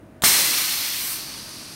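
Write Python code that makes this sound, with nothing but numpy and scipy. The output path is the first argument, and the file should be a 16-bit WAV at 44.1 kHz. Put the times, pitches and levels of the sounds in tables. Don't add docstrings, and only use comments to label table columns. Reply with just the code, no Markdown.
import sys
import numpy as np
from scipy import signal
from scipy.fft import rfft, irfft
from scipy.io import wavfile

SR = 44100
rng = np.random.default_rng(int(sys.argv[2]) if len(sys.argv) > 2 else 0)


def log_audio(samples):
    frames = np.atleast_2d(samples).T
    limited = np.clip(frames, -1, 1)
    pcm = np.round(limited * 32767).astype(np.int16)
    wavfile.write(sys.argv[1], SR, pcm)


N = 77175

# frequency_hz, gain_db
ROOM_SPECTRUM = [(20, -34), (45, -3.5), (75, -4.5), (130, -1), (320, -1.5), (480, -10.5), (620, -7.5),
                 (760, -14.5), (1500, -18.5), (2500, -26.5), (4500, -36), (7500, -38.5), (15500, -41)]
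# centre_hz, width_hz, lift_db
HISS_PEAK = [(9500, 330, 10)]
# pitch_hz, level_db
HUM_PARTIALS = [(52, -73), (104, -60.5), (210, -60.5), (268, -65), (318, -59), (635, -61.5)]
# frequency_hz, decay_s
REVERB_TIMES = [(150, 0.96), (1000, .45), (5000, 0.43), (15000, 0.23)]
# frequency_hz, gain_db
FOAM_SPECTRUM = [(100, -10.5), (500, -15.5), (1100, -6.5), (1900, -9.5), (2600, -7), (3400, -8),
                 (4600, -0.5), (6100, -6.5), (7500, -14), (9000, -2), (10300, -18), (11800, -15.5),
                 (13300, -21), (15500, -16.5)]
# centre_hz, width_hz, lift_db
NECK_RESONANCES = [(6050, 330, 3), (8950, 630, -4.5), (11260, 650, 11.5)]
# start_s, rise_s, pitch_hz, glide_hz_per_s, width_hz, level_db, fall_db_per_s
GAP_WHISTLES = [(1.001, 0.12, 4240, 751, 332, -40.5, 21), (1.25, .25, 10800, 349, 600, -52, 10.5)]
# frequency_hz, gain_db
SPRAY_SPECTRUM = [(200, -42), (1500, -3.5), (4500, -11), (7300, -2.5), (9000, 7), (10300, 0), (11500, 7),
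                  (13200, 4.5), (15500, -0.5)]
# frequency_hz, gain_db
CLICK_SPECTRUM = [(100, 0), (800, -19), (2500, -19), (3900, 13), (5200, -17), (7000, 11), (10000, 1),
                  (15500, -2)]
# frequency_hz, gain_db
LEAK_SPECTRUM = [(100, -3), (1000, -7), (3900, -16), (5200, -12), (9000, -10), (15500, -11.5)]
# frequency_hz, gain_db
PUFF_SPECTRUM = [(25, -19), (55, -3), (100, 1.5), (250, 2.5), (500, 1), (1000, -9), (1800, 1), (4000, -6),
                 (15000, -29)]
# frequency_hz, gain_db
FULL_JET_SPECTRUM = [(30, -49), (110, -10), (300, -5.5), (600, -8.5), (1100, -4), (2200, -3.5),
                     (3300, -2.5), (6000, 0), (7300, -2.5), (9500, 2), (10500, -6), (13000, -2),
                     (15500, -5.5)]
# frequency_hz, gain_db
SPENT_JET_SPECTRUM = [(30, -41), (110, -19), (300, -26), (600, -14.5), (1100, -7), (1700, -6.5),
                      (2200, -1.5), (3300, -1), (4600, 0), (6000, -1.5), (7300, -6.5), (9500, -1.5),
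                      (10500, -8), (11800, -1.5), (15500, -5.5)]
# centre_hz, width_hz, full_lift_db, spent_lift_db
VENT_RESONANCES = [(2036, 110, 7, 3), (2244, 62, 7, 1), (4120, 124, 6.5, 5), (4320, 100, 2.5, 5),
                   (5280, 150, 3.5, 3), (6030, 100, -3, 6), (8330, 200, 2.5, 1.5), (9200, 300, 1.5, -0.5),
                   (11500, 400, 1.5, 2)]

CLICK_S, OPEN_S = 0.2212, 0.2371


def amp(db):
    return 10 ** (np.asarray(db) / 20)


def unit(x):
    return x / np.sqrt(np.mean(x ** 2) + 1e-20)


def curve_at(points, hz):
    table_hz, value = np.transpose(points)
    return np.interp(np.log(hz + 1), np.log(table_hz + 1), value)


def since(start_s):
    return np.maximum(np.arange(N) / SR - start_s, 0)


def noise(spectrum, resonances=(), drive=None):
    if drive is None:
        drive = rng.standard_normal(N)
    hz = np.fft.rfftfreq(N, 1 / SR)
    peaks_db = sum(lift / (1 + (2 * (hz - centre) / width) ** 2) for centre, width, lift in resonances)
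    return unit(irfft(rfft(drive) * amp(curve_at(spectrum, hz) + peaks_db), N))


def drift(rate_hz):
    hz = np.fft.rfftfreq(N, 1 / SR)
    lowpass = np.exp(-(hz / rate_hz) ** 2) * (hz > 0)
    return unit(irfft(rfft(rng.standard_normal(N)) * lowpass, N))


def flutter_db():
    return 0.5 * drift(rate_hz=60)


def workroom_hum(waver=0.47, room_db=-47.5):
    t = since(0)
    hum = np.zeros(N)
    for pitch_hz, level_db in HUM_PARTIALS:
        amplitude = amp(level_db) * np.sqrt(2) * (1 + waver * drift(rate_hz=18))
        phase = 2 * np.pi * (pitch_hz * t + rng.random()) + waver * drift(rate_hz=4.3)
        hum += amplitude * np.sin(phase)
    return hum + amp(room_db) * noise(ROOM_SPECTRUM, HISS_PEAK)


def reverberate(direct, steel_db=-10.5, steel_decay_s=0.036, tail_db=-12.5):
    t = np.arange(SR // 2) / SR
    echoes_per_s, steel_delay_s, tail_delay_s = 3000, 0.002, 0.012
    echoes = rng.choice([-1., 1.], len(t)) * (rng.random(len(t)) < echoes_per_s / SR)
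    steel = echoes * (t > steel_delay_s) * np.exp(-t / steel_decay_s)
    diffuse = rng.standard_normal(len(t)) * (t > tail_delay_s)
    hz, frame_s, bands = signal.stft(diffuse, SR, nperseg=256)
    decay = amp(-60 * frame_s / curve_at(REVERB_TIMES, hz)[:, None])
    tail = signal.istft(bands * decay, SR, nperseg=256)[1][:len(t)]
    response = amp(steel_db) * steel / np.linalg.norm(steel) + amp(tail_db) * tail / np.linalg.norm(tail)
    return direct + signal.fftconvolve(direct, response)[:N]


def droplets(drops_per_s=2300, spread_db=2, power_share=0.24):
    size = amp(spread_db * np.minimum(rng.exponential(1, N), 4))
    bursts = size * rng.choice([-1, 1], N) * (rng.random(N) < drops_per_s / SR)
    return np.sqrt(power_share) * unit(bursts) + np.sqrt(1 - power_share) * rng.standard_normal(N)


def foam(start_s=0.87, rise_s=0.24, level_db=-33, fall_db_per_s=9):
    t = since(start_s)
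    fizz = noise(FOAM_SPECTRUM, NECK_RESONANCES, droplets())
    return fizz * np.minimum(t / rise_s, 1) * amp(level_db - fall_db_per_s * t + flutter_db())


def gap_whistle(start_s, rise_s, pitch_hz, glide_hz_per_s, width_hz, level_db, fall_db_per_s):
    t = since(start_s)
    offset_hz = np.fft.fftfreq(N, 1 / SR)
    band = np.fft.ifft(np.fft.fft(rng.standard_normal(N)) / (1 + (2 * offset_hz / width_hz) ** 2))
    carrier = np.exp(2j * np.pi * np.cumsum(pitch_hz + glide_hz_per_s * t) / SR)
    tone = unit((band * carrier).real)
    return tone * np.minimum(t / rise_s, 1) * amp(level_db - fall_db_per_s * t)


def spray(start_s=0.91, rise_s=0.17, lift_s=1.127, level_db=-28.5, fall_db_per_s=149):
    swell = np.minimum(since(start_s) / rise_s, 1)
    hiss = noise(SPRAY_SPECTRUM, drive=droplets())
    return hiss * swell * amp(level_db - fall_db_per_s * since(lift_s) + flutter_db())


def valve():
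    t, open_t = since(CLICK_S), since(OPEN_S)
    click_decay_s, ring_decay_s, pop_decay_s, puff_decay_s = 0.00075, 0.001, 0.00024, 0.0079
    ring_hz, pop_hz = 3770, 1300
    click = amp(-14.5) * noise(CLICK_SPECTRUM) * (t > 0) * np.exp(-t / click_decay_s)
    ring = amp(-15.5) * np.sin(2 * np.pi * ring_hz * t) * np.exp(-t / ring_decay_s)
    leak = amp(-27) * noise(LEAK_SPECTRUM) * (t > 0) * (open_t == 0)
    pop_envelope = open_t / pop_decay_s * np.exp(1 - open_t / pop_decay_s)
    pop = amp(-5) * np.sin(2 * np.pi * pop_hz * open_t) * pop_envelope
    puff = amp(-19) * noise(PUFF_SPECTRUM) * (open_t > 0) * np.exp(-open_t / puff_decay_s)
    return click + ring + leak + pop + puff


def gas_jet(rise_s=0.0013, surge_s=0.19, thinning_s=0.61, empty_s=1.0):
    t = since(OPEN_S)
    base_db, surge_db, fall_db_per_s, emptying_db_per_s = -18.5, 6, 11.5, 46
    fall_db = fall_db_per_s * t + emptying_db_per_s * since(empty_s)
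    level_db = base_db + surge_db * np.exp(-t / surge_s) - fall_db
    full = noise(FULL_JET_SPECTRUM, [(hz, width, lift) for hz, width, lift, _ in VENT_RESONANCES])
    spent = noise(SPENT_JET_SPECTRUM, [(hz, width, lift) for hz, width, _, lift in VENT_RESONANCES])
    spent_share = np.sin(np.clip(t / thinning_s, 0, 1) * np.pi / 2)
    gas = np.sqrt(1 - spent_share) * full + np.sqrt(spent_share) * spent
    return gas * (1 - np.exp(-t / rise_s)) * amp(level_db + flutter_db())


def scene():
    filler = valve() + gas_jet() + spray() + foam() + sum(gap_whistle(*row) for row in GAP_WHISTLES)
    mono = reverberate(filler) + workroom_hum()
    return np.array([mono, mono])


def record(dry, cutoff_hz=15780):
    lowpass = signal.firwin(711, cutoff_hz, window=("kaiser", 9), fs=SR)
    return signal.oaconvolve(dry, lowpass[None], "same")


dry = scene()
out = record(dry)
log_audio(out)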